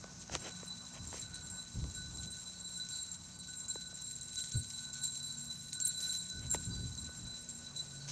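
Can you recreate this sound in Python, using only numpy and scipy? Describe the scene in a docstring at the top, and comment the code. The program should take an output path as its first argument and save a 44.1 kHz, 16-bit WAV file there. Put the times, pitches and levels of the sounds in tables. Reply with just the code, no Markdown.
"""Loose metal pieces, keys perhaps, jingle close to the microphone as someone strolls a garden path.
They ring where they strike, tick where they only touch and rustle as they slide. On the concrete below,
a few shoe knocks and gritty scuffs stand out. Puffs of breeze and one dull bump buffet the microphone,
and far off a motor hums under the quiet outdoor air."""
import sys
import numpy as np
from scipy import signal
from scipy.fft import rfft, irfft
from scipy.io import wavfile
from scipy.ndimage import uniform_filter1d

SR = 44100
rng = np.random.default_rng(int(sys.argv[2]) if len(sys.argv) > 2 else 0)


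def master(y):
    """Save y as 16-bit WAV."""
    cut = np.clip(np.atleast_2d(y).T, -1, 1)
    pcm = np.round(cut * 32767)  # scale
    wavfile.write(sys.argv[1], SR, pcm.astype(np.int16))


N = 357783
TIME = np.arange(N) / SR

# modes of the metal pieces, by register: (frequency [Hz], relative level [dB], t60 [s])
METAL_MODES = { "low": [(1491, -5, .25), (1500, 0, .3)], "middle": [(3960, -7, .2), (3983, 0, .28),
               (4001, -6, .22), (4232, -22, .1), (4414, -22, .08), (4630, -28, .1)],
               "bright": [(7040, -19, .06), (7370, -4, .06), (7420, 0, .08), (7478, -1, .09)],
               "shimmer": [(8120, -4, .035), (8215, -2, .04), (8300, 0, .05), (8430, -5, .07),
               (8620, -14, .02), (8765, -13, .06), (8938, -16, .08)], "sparkle": [(9370, -1, .04),
               (9490, 0, .07), (9630, -6, .1), (10520, -6, .03), (10730, -8, .06), (11400, -9, .025),
               (11700, -8, .05), (12120, -11, .02), (12465, -17, .06), (14000, -19, .03)]}
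# how lively the bunch swings: (time [s], relative level [dB])
SWAY = [(0.0, -7), (0.15, -26), (0.45, 1.5), (0.92, -4), (1.3, -2), (1.8, -2.5), (2.2, 3), (3.1, 3),
        (3.25, -5.5), (3.55, 3.5), (4.3, 4.5), (5.3, 6.5), (5.6, 3), (6.15, 10.5), (6.4, 2), (6.75, 5.5),
        (7.4, -1), (8.11, -3.5)]
# hard blows in the bunch: (time [s], bright strength [dB], shimmer strength [dB])
CLINKS = [(0.395, -40, -47), (.5084, -43, -54), (0.6795, -38, -52), (1.073, -31, -56), (1.3423, -46, -43.5),
          (1.5, -39, -43.5), (1.948, -37, -55), (2.3036, -41, -42), (2.8876, -51, -50),
          (3.1157, -30.5, -54), (3.3883, -41, -44), (3.683, -32.5, -42), (3.7003, -28, -54),
          (3.943, -38, -49), (4.1533, -35, -50), (4.211, -32, -44), (4.3781, -36, -46),
          (4.5216, -38, -44.5), (4.9301, -32, -50), (5.0325, -28, -40), (5.0687, -27, -49),
          (5.228, -40, -51), (5.371, -35.5, -48), (5.5013, -42.5, -47), (5.7297, -37, -38.5),
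          (5.802, -28, -47), (5.8515, -27, -34.5), (5.875, -48, -51), (6.014, -41, -43.5),
          (6.505, -20.5, -42), (6.531, -20, -49), (7.0449, -34, -56), (7.269, -42, -48),
          (7.4888, -31.5, -46), (7.7632, -42, -47)]
# colour of grit under a shoe: (frequency [Hz], gain [dB])
GRIT_COLOUR = [(200, -26.5), (2000, -23), (3000, -19), (4000, -16), (5200, -10), (6300, -4), (7200, -14),
               (8500, -24), (11000, -38), (16000, -51)]


def undb(db):
    """Decibels to gain."""
    return 10 ** (np.asarray(db) / 20)


def unit(x):
    """Scale to rms 1."""
    return x / np.sqrt(np.mean(x ** 2) + 1e-20)


def crest(x):
    """Scale to peak 1."""
    return x / np.max(np.abs(x))


def curves(table):
    """The columns of a table, joined by straight lines in time."""
    s, *columns = np.transpose(table)
    return [np.interp(TIME, s, c) for c in columns]


def add(out, s, x):
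    """Mix a short sound in at time s."""
    i = max(int(s * SR), 0)
    out[i:i + len(x)] += x[:max(N - i, 0)]


def colour(x, points, size=4096):
    """Minimum-phase filter through (frequency [Hz], gain [dB]) points."""
    hz, db = np.transpose(points)
    log_hz = np.log(np.fft.rfftfreq(size, 1 / SR) + 1)
    gain = undb(np.interp(log_hz, np.log(hz), db))
    cepstrum = irfft(np.log(gain))
    cepstrum[1:size // 2] *= 2
    cepstrum[size // 2 + 1:] = 0
    response = irfft(np.exp(rfft(cepstrum)))
    return signal.fftconvolve(x, response)[:len(x)]


def lowpass(x, hz):
    """Roll off the treble above hz."""
    return signal.sosfilt(signal.butter(4, hz, fs=SR, output="sos"), x)


def ring(x, hz, t60):
    """One decaying mode, driven by x."""
    pole = np.exp((2j * np.pi * hz - np.log(1000) / t60) / SR)
    return signal.lfilter([0, pole.imag], [1, -2 * pole.real, abs(pole) ** 2], x + 1e-18)


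def struck(x, hz, t60, contact_s):
    """A mode fed through a contact that takes a moment, so it builds up without a click."""
    return ring(ring(x, hz, contact_s), hz, t60) * np.sin(2 * np.pi * hz / SR)


def wander(per_s):
    """Random drift, spread near 1."""
    knots = rng.standard_normal(4096)
    return np.interp(TIME * per_s, np.arange(len(knots)), knots)


def contacts(size, per_s, spread_db):
    """Tiny impacts at random times, of uneven strength."""
    spread = np.minimum(rng.exponential(size=size), 4)
    return (rng.random(size) < per_s / SR) * undb(spread_db * spread)


def swell(x, db, window_s):
    """Bring the short-term level of x onto a curve."""
    size = int(window_s * SR)
    power = uniform_filter1d(uniform_filter1d(x ** 2, size), size)
    return x * undb(db) / np.sqrt(np.abs(power) + 1e-12)


def together(*levels_db):
    """Level in dB of unrelated sounds heard at once."""
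    return 10 * np.log10(sum(undb(db) ** 2 for db in levels_db))


def bursts(table, attack_s, release_s):
    """Level in dB of (time [s], hold [s], level [dB]) events that rise, hold and die away."""
    power = np.zeros(N) + 1e-14
    t = np.arange(SR) / SR
    for s, hold_s, db in table:
        rise = np.minimum(t / attack_s, 1)
        fall = np.exp(-np.maximum(t - attack_s - hold_s, 0) / release_s)
        add(power, s, (undb(db) * rise * fall) ** 2)
    return 10 * np.log10(power)


def touched_metal(register, db, window_s, contact_s):
    """The pieces keep touching; each touch feeds every mode of a register by a chance amount."""
    touches = contacts(N, per_s=260, spread_db=2.5)
    where, out = np.flatnonzero(touches), np.zeros(N)
    for hz, mode_db, t60 in METAL_MODES[register]:
        push = np.zeros(N)
        push[where] = touches[where] * rng.standard_normal(len(where))
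        out += undb(mode_db) * unit(struck(push, hz, t60, contact_s))
    return swell(out, db, window_s)


def large_pieces(sway_db, flutter_db=0.5):
    """Two long rings that murmur with the swing and swell when their piece is knocked."""
    # knocks on the largest and the middle piece: (time [s], hold [s], level [dB])
    low_knocks = [(0, 0.066, -64.5), (.269, 0.3, -66.5), (1.234, 0.19, -60.5), (1.506, .024, -58),
                  (1.934, 0.047, -55.5), (2.14, .2, -63), (2.734, 0.039, -58), (2.85, 0.077, -61),
                  (3.46, 0.036, -58.5), (3.66, 0.23, -63), (4.357, .006, -55.5), (4.51, 0.018, -58.5),
                  (4.74, 0.18, -61.5), (4.92, .06, -57.5), (5.32, 0.017, -64), (5.722, 0.13, -58),
                  (5.965, 0.11, -56.5), (6.29, 0.054, -57), (6.464, 0.089, -58.5), (6.64, 0.11, -62),
                  (7.04, 0.051, -58.5), (7.26, 0.026, -62), (7.58, 0.032, -65), (7.905, 0.12, -64)]
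    middle_knocks = [(.5, 0.055, -57.5), (.66, 0.053, -47), (.775, .08, -56.5), (.975, 0.018, -59),
                     (1.217, .005, -48), (1.325, 0.022, -50), (1.44, .02, -57), (1.557, 0.035, -49),
                     (1.919, 0.12, -51.5), (2.175, 0.0043, -44), (2.25, 0.084, -51.5), (2.45, .03, -52),
                     (2.63, 0.12, -50), (2.785, 0.018, -42), (2.886, 0.15, -47.5), (3.39, 0.28, -56.5),
                     (3.695, .02, -42.5), (3.78, 0.039, -48.5), (3.94, 0.26, -55.5), (4.355, 0.0085, -37.5),
                     (4.53, 0.011, -45), (4.72, .14, -50), (5.013, 0.031, -40), (5.149, 0.15, -47),
                     (5.453, 0.06, -45.5), (5.71, 0.01, -42.5), (5.81, 0.22, -45), (6.006, 0.17, -42),
                     (6.274, 0.082, -48), (6.45, 0.11, -52), (6.7, 0.11, -50.5), (6.949, .005, -45),
                     (7.02, 0.013, -49.5), (7.243, 0.1, -49), (7.645, 0.0052, -48.5), (7.755, 0.024, -40.5),
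                     (7.93, 0.22, -58.5)]
    low_murmur_db = -68 + 0.096 * sway_db + flutter_db * wander(9)
    middle_murmur_db = -57 + 0.64 * sway_db + flutter_db * wander(9.5)
    low_db = together(low_murmur_db, bursts(low_knocks, attack_s=0.04, release_s=0.051))
    middle_db = together(middle_murmur_db, bursts(middle_knocks, attack_s=0.016, release_s=0.038))
    low = touched_metal("low", low_db, window_s=0.07, contact_s=0.012)
    middle = touched_metal("middle", middle_db, window_s=0.06, contact_s=0.016)
    return low, middle


def rustle(sway_db):
    """The dry sound of pieces sliding on each other, in short catches."""
    # stronger slides: (time [s], hold [s], level [dB])
    slides = [(.19, 0.014, -58), (.45, 0.023, -55), (.57, 0.091, -61), (1.06, .15, -57.5), (1.33, .02, -52),
              (2.18, 0.15, -55.5), (2.89, .03, -49), (4.34, 0.13, -50), (4.5, .03, -54.5),
              (4.69, 0.11, -53.5), (5.025, 0.042, -52.5), (4.93, .025, -52), (5.78, 0.085, -53),
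              (5.995, 0.16, -51.5), (6.28, 0.013, -58), (6.51, 0.071, -58), (7.755, 0.016, -54)]
    # colour of sliding metal: (frequency [Hz], gain [dB])
    slide_colour = [(300, -49.5), (1500, -23.5), (2300, -16.5), (3100, -15.5), (4200, -4), (4900, -15),
                    (5700, -5.5), (6450, -1), (7200, -4.5), (7900, -7), (10000, -28.5), (12000, -53),
                    (15500, -51)]
    db = together(-59 + 0.23 * sway_db, bursts(slides, attack_s=0.0086, release_s=0.06))
    friction = contacts(N, per_s=3000, spread_db=3.0) * rng.standard_normal(N)
    catching = unit(friction * undb(5.0 * wander(45)))
    return swell(colour(catching, slide_colour), db, window_s=0.11)


def small_pieces(sway_db, flutter_db=4.0, quiet_db=-55):
    """Quick bright rings; their higher modes and a fine sheen grow with them and flare in a rattle."""
    # the small pieces jostle together: (time [s], hold [s], strength [dB])
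    jostles = [(0.19, 0.0086, -53), (1.033, 0.14, -51.5), (1.188, 0.023, -45), (1.432, 0.18, -49.5),
               (1.936, 0.026, -43.5), (2.64, 0.155, -50), (2.885, 0.14, -45.5), (3.101, 0.019, -47),
               (3.679, 0.052, -43.5), (4.01, 0.15, -47), (4.355, 0.061, -43), (4.56, 0.014, -42),
               (5.012, 0.037, -35.5), (5.225, 0.027, -46.5), (5.793, 0.097, -38.5), (5.999, 0.012, -36.5),
               (6.494, 0.034, -35.5), (6.642, 0.009, -45), (7.477, 0.11, -50), (7.748, 0.063, -49)]
    # two pieces buzz hard against each other: (time [s], hold [s], shimmer [dB], sparkle [dB])
    rattles = [(0.655, 0.032, -54, -64), (4.337, 0.12, -54, -66), (4.567, 0.03, -43.5, -59),
               (4.666, .17, -58, -71), (5.021, 0.026, -52.5, -49.5), (5.21, .11, -62.5, -64),
               (5.394, 0.309, -72, -66.5), (5.847, 0.0091, -27, -46), (5.866, 0.012, -44, -34.5),
               (5.974, 0.21, -65, -55.5), (6.508, 0.032, -53, -45)]
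    # fine hiss of polished metal rubbing: (frequency [Hz], gain [dB])
    sheen_colour = [(4000, -47), (8500, 5), (9500, 4.5), (10000, -3), (10600, 10), (11100, -22),
                    (11700, 17.5), (12300, -33), (12900, -22), (14000, -3), (15500, -8)]
    murmur_db = -57 + sway_db + flutter_db * wander(33)
    bright_db = together(murmur_db, bursts(jostles, attack_s=0.0051, release_s=0.021) - 2)
    rattle_shimmer_db, rattle_sparkle_db = (
        bursts(np.array(rattles)[:, [0, 1, k]], attack_s=0.003, release_s=0.007) for k in (2, 3))
    shimmer_db = together(-61 + 0.94 * (bright_db - quiet_db), rattle_shimmer_db)
    sparkle_db = together(-74 + 0.93 * (bright_db - quiet_db), rattle_sparkle_db)
    bright = touched_metal("bright", bright_db, window_s=0.034, contact_s=0.029)
    shimmer = touched_metal("shimmer", shimmer_db, window_s=0.021, contact_s=0.013)
    sparkle = touched_metal("sparkle", sparkle_db, window_s=0.059, contact_s=0.017)
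    sheen = undb(sparkle_db - 10) * unit(colour(rng.standard_normal(N), sheen_colour))
    return bright + shimmer + sparkle + sheen


def free_swing(gap_s=0.023, dip_db=-7, recover_s=0.0023):
    """Gain of the small touches: the pieces swing apart just before they clink."""
    apart = np.zeros(N)
    for s, *_ in CLINKS:
        gap = np.interp(TIME - s, [-gap_s, -gap_s / 2, 0, recover_s], [0, 1, 1, 0])
        apart = np.maximum(apart, gap)
    return undb(dip_db * apart)


def jingle():
    """One swing moves the whole bunch, close to the microphone."""
    sway_db, = curves(SWAY)
    low, middle = large_pieces(sway_db)
    # the quick rings die away during a free swing; the slower sounds only sag
    touch = free_swing()
    return low + (middle + rustle(sway_db)) * np.sqrt(touch) + small_pieces(sway_db) * touch


def outdoor_air(edges_hz=(15, 300, 700, 1500, 3000, 15000)):
    """Quiet garden air, its low and high hiss drifting apart."""
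    # course of the hiss before the drift: (time [s], level [dB])
    air_level = [(0, -54.5), (1.3, -56.5), (2.2, -58), (5, -59.5), (8.11, -56.5)]
    # colour of the air: (frequency [Hz], gain [dB])
    air_colour = [(20, -26), (50, -9.5), (100, -4.5), (160, 1), (250, -7.5), (400, -16.5), (700, -15),
                  (1100, -15.5), (2000, -23.5), (3200, -25), (6400, -10), (8000, -24.5), (10000, -39),
                  (15500, -52)]
    air = undb(curves(air_level)[0]) * unit(colour(rng.standard_normal(N), air_colour))
    out = np.zeros(N)
    for band_hz in zip(edges_hz, edges_hz[1:]):
        band = signal.sosfiltfilt(signal.butter(3, band_hz, "bandpass", fs=SR, output="sos"), air)
        out += band * undb(0.97 * wander(3.03) + 2.0 * wander(18))
    return out


def distant_motor(drone_hz=141.2, waver_db=2.4):
    """Two shaft harmonics and a lower drone from far off, wavering on the way to the microphone."""
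    # hum: (time [s], shaft rate [Hz], third harmonic [dB], fourth harmonic [dB], drone [dB])
    hum = [(0, 60.46, -56, -62.5, -60), (1, 59.65, -58.5, -63.5, -88), (2.5, 59.03, -61.5, -71, -72.5),
           (3.5, 59.77, -61, -67, -66.5), (4.8, 58.6, -73, -64.5, -61), (5.4, 57.93, -66.5, -61, -55),
           (6.2, 60.35, -57.5, -68, -63), (7.2, 58.34, -63, -61, -69.5), (8.1, 59.5, -73, -63.5, -48.5)]
    shaft_hz, third_db, fourth_db, drone_db = curves(hum)
    out = np.zeros(N)
    for hz, db in ((3 * shaft_hz, third_db), (4 * shaft_hz, fourth_db), (drone_hz, drone_db)):
        phase = 2 * np.pi * np.cumsum(hz * (1 + 0.00795 * wander(9))) / SR
        out += undb(db + waver_db * wander(7)) * np.sin(phase)
    return out


def steps(lag_cycles=0.97, snap_s=0.00025, snap_top_hz=7500, size=4096):
    """Grit snaps on the path below, then the soft sole knocks; its lows arrive last as it flattens."""
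    # shoe on concrete: (time [s], knock level [dB], pitch [Hz], grit peak [dB])
    footfalls = [(0.041, -38, 540, -37), (.296, -36, 700, -45), (.352, -27, 1010, -16.5),
                 (.356, -34, 430, -40), (0.63, -39.5, 460, -44), (1.128, -37, 770, -50),
                 (1.141, -37.5, 460, -55), (1.841, -44.5, 505, -36.5), (3.756, -36.5, 419, -55),
                 (3.927, -51, 572, -61.5), (6.5455, -28.5, 915, -41), (6.5468, -30.5, 443, -54),
                 (7.091, -45, 500, -57)]
    # sole resonances: (multiple of the pitch, relative level [dB], 60 dB fade [cycles])
    sole_modes = [(1, -1, 3.5), (2.1, -3.5, 10), (3.9, -7.5, 11)]
    out, t = np.zeros(N), np.arange(size) / SR
    for s, knock_db, hz, grit_db in footfalls:
        for multiple, db, ring_cycles in sole_modes:
            cycles = hz * multiple * t
            rise = 1 - np.exp(-(2 * cycles) ** 2)
            fade = np.exp(-np.log(1000) * cycles / ring_cycles)
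            mode = np.sin(2 * np.pi * cycles) * fade * rise
            add(out, s + lag_cycles / (hz * multiple), undb(knock_db + db) * crest(mode))
        snap = colour(rng.standard_normal(size) * np.exp(-t / snap_s), GRIT_COLOUR)
        add(out, s, undb(grit_db) * crest(lowpass(snap, snap_top_hz)))  # muffled by the sole
    return out


def ticks(decay_s=0.0018, faint_per_s=9, faint_db=-43, scatter_db=3, size=2048):
    """Pieces touch without ringing; faint ticks fall by chance, most often in a lively swing."""
    # ticks that stand out of the rustle: (time [s], peak [dB])
    clear_ticks = [(1.344, -40), (2.1722, -37), (2.888, -34.5), (3.6817, -38), (4.209, -44), (4.3572, -32),
                   (4.5188, -33), (4.7027, -34), (4.9369, -36), (5.1549, -39), (5.73, -30.5), (5.801, -29),
                   (5.8717, -30.5), (6.0045, -32), (6.1327, -38.5), (6.2993, -34), (6.5344, -46),
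                   (6.952, -35.5), (7.7638, -37)]
    # colour of a dry tick: (frequency [Hz], gain [dB])
    tick_colour = [(500, -44), (2000, -8), (3200, -3.5), (4500, 5), (5600, 9), (6400, 20.5), (7200, 13.5),
                   (8500, -29), (11000, -21), (15500, -21)]
    out, t = np.zeros(N), np.arange(size) / SR
    liveliness = undb(curves(SWAY)[0])
    onsets = np.flatnonzero(rng.random(N) < faint_per_s * liveliness / SR)
    chance_db = faint_db + scatter_db * rng.uniform(-1, 1, N)
    faint_ticks = [(i / SR, chance_db[i]) for i in onsets]
    for s, db in list(clear_ticks) + faint_ticks:
        snap = rng.standard_normal(size) * np.exp(-t / decay_s)
        add(out, s, undb(db) * crest(colour(snap, tick_colour)))
    return out


def breeze(calm_db=-62.5):
    """Eddies tumble over the microphone port, in puffs."""
    # puffs on the microphone: (time [s], hold [s], level [dB])
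    puffs = [(.29, 0.022, -45.5), (.975, 0.08, -49), (1.2, 0.307, -55), (1.737, 0.03, -39.5),
             (1.81, 0.0094, -37.5), (1.95, 0.31, -51), (2.15, 0.012, -49), (4.538, 0.0048, -40.5),
             (6.33, 0.261, -46.5), (6.651, 0.19, -42.5), (6.83, 0.21, -49), (7.175, 0.066, -49.5)]
    # colour of the buffeting: (frequency [Hz], gain [dB])
    buffet_colour = [(20, -28), (40, -5.5), (70, 1.5), (120, 1), (180, -7.5), (300, -17), (600, -35.5),
                     (1500, -61), (5000, -69)]
    db = together(calm_db, bursts(puffs, attack_s=0.024, release_s=0.044))
    return swell(colour(rng.standard_normal(N), buffet_colour), db, window_s=0.08)


def scuffs():
    """The sole drags over sand grains on the concrete: a dull rub with a gritty top."""
    # drags of the sole: (time [s], length [s], rub level [dB], grit level [dB])
    drags = [(0.307, 0.076, -46.5, -45.5), (0.383, 0.15, -54.5, -54.5), (0.443, 0.055, -53.5, -62),
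             (0.929, 0.07, -55.5, -66), (1.106, 0.11, -56, -52), (5.97, 0.15, -67, -51),
             (6.407, 0.069, -58, -73), (6.529, 0.042, -52, -50), (8.074, 0.042, -53, -43)]
    # colour of the rub: (frequency [Hz], gain [dB])
    rub_colour = [(60, -21), (150, 11.5), (600, 10.5), (1200, 4.5), (2000, 5.5), (3200, 5.5), (5000, -26),
                  (9000, -35), (16000, -84)]
    rub, grit = (unit(colour(contacts(N, per_s=6700, spread_db=-1) * rng.standard_normal(N), points))
                 for points in (rub_colour, GRIT_COLOUR))
    out = np.zeros(N)
    for s, length, rub_db, grit_db in drags:
        progress = np.clip((TIME - s) / length, 0, 1)
        pressure = 4 * progress * (1 - progress)
        out += pressure * (undb(rub_db) * rub + undb(grit_db) * grit)
    return out


def clinks(chatter_s=0.045, hard_db=-27, clash_top_hz=12500, size=11025):
    """Metal strikes metal: a clean blow, then chatter, longer and brighter the harder it was."""
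    # colour of the hard metal-on-metal click: (frequency [Hz], gain [dB])
    clash_colour = [(1000, -50), (4000, -22), (5600, -6), (6500, 6), (7600, -46), (9000, 8), (11500, -23),
                    (15500, -17)]
    out, t = np.zeros(N), np.arange(size) / SR
    blow = signal.unit_impulse(size)
    for s, bright_db, shimmer_db in CLINKS:
        force = np.sqrt(undb(shimmer_db - hard_db))
        chatter = contacts(size, per_s=1400, spread_db=-0.5) * (t < chatter_s * force) * 1.36 * force
        peaks_db = dict(bright=bright_db - 5, shimmer=shimmer_db + 0.5,
                        sparkle=shimmer_db - 18.5 + 6 * force)
        for register, db in peaks_db.items():
            ringing = np.zeros(size)
            for hz, mode_db, t60 in METAL_MODES[register]:
                push = blow + chatter * rng.standard_normal(size)
                ringing += undb(mode_db) * struck(push, hz, t60, contact_s=0.0009)
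            add(out, s, undb(db) * crest(ringing))
        clash = colour(blow + chatter * rng.standard_normal(size), clash_colour)
        clash = lowpass(clash, clash_top_hz)  # small pieces meet too softly to click higher
        add(out, s, undb(shimmer_db - 8) * crest(clash))
    return out


def pings(t60=0.58, size=22050):
    """A shorter piece, struck alone, rings out freely on one clear note."""
    # strikes: (time [s], pitch [Hz], peak [dB])
    strikes = [(1.344, 4410, -61), (2.541, 4340, -57), (2.918, 4700, -56), (2.929, 4250, -51),
               (3.323, 4620, -60), (3.39, 4380, -60), (4.53, 4450, -53), (4.931, 4330, -57),
               (5.27, 4430, -57), (5.8, 4350, -50), (6.71, 4660, -50), (8.0, 4420, -55.5)]
    out = np.zeros(N)
    for s, hz, db in strikes:
        note = struck(signal.unit_impulse(size), hz, t60, contact_s=0.019)
        add(out, s, undb(db) * crest(note))
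    return out


def bump(hz=115, t60=0.15):
    """The case of the recorder thuds briefly, right at the microphone."""
    # dull bump on the case: (time [s], hold [s], level [dB])
    thuds = [(4.542, 0.014, -32.5)]
    db = bursts(thuds, attack_s=0.017, release_s=0.017)
    return swell(ring(rng.standard_normal(N), hz, t60), db, window_s=0.055)


def scene():
    """One microphone on the garden path: metal up close, shoes below, the motor far off."""
    metal = jingle() + clinks() + ticks() + pings()
    return (metal + steps() + scuffs() + breeze() + bump() + outdoor_air() + distant_motor())[None]


def record(dry, top_hz=15800):
    """The recorder cuts the top treble steeply."""
    return signal.sosfilt(signal.ellip(10, 0.2, 80, top_hz, fs=SR, output="sos"), dry)


dry = scene()
out = record(dry)
master(out)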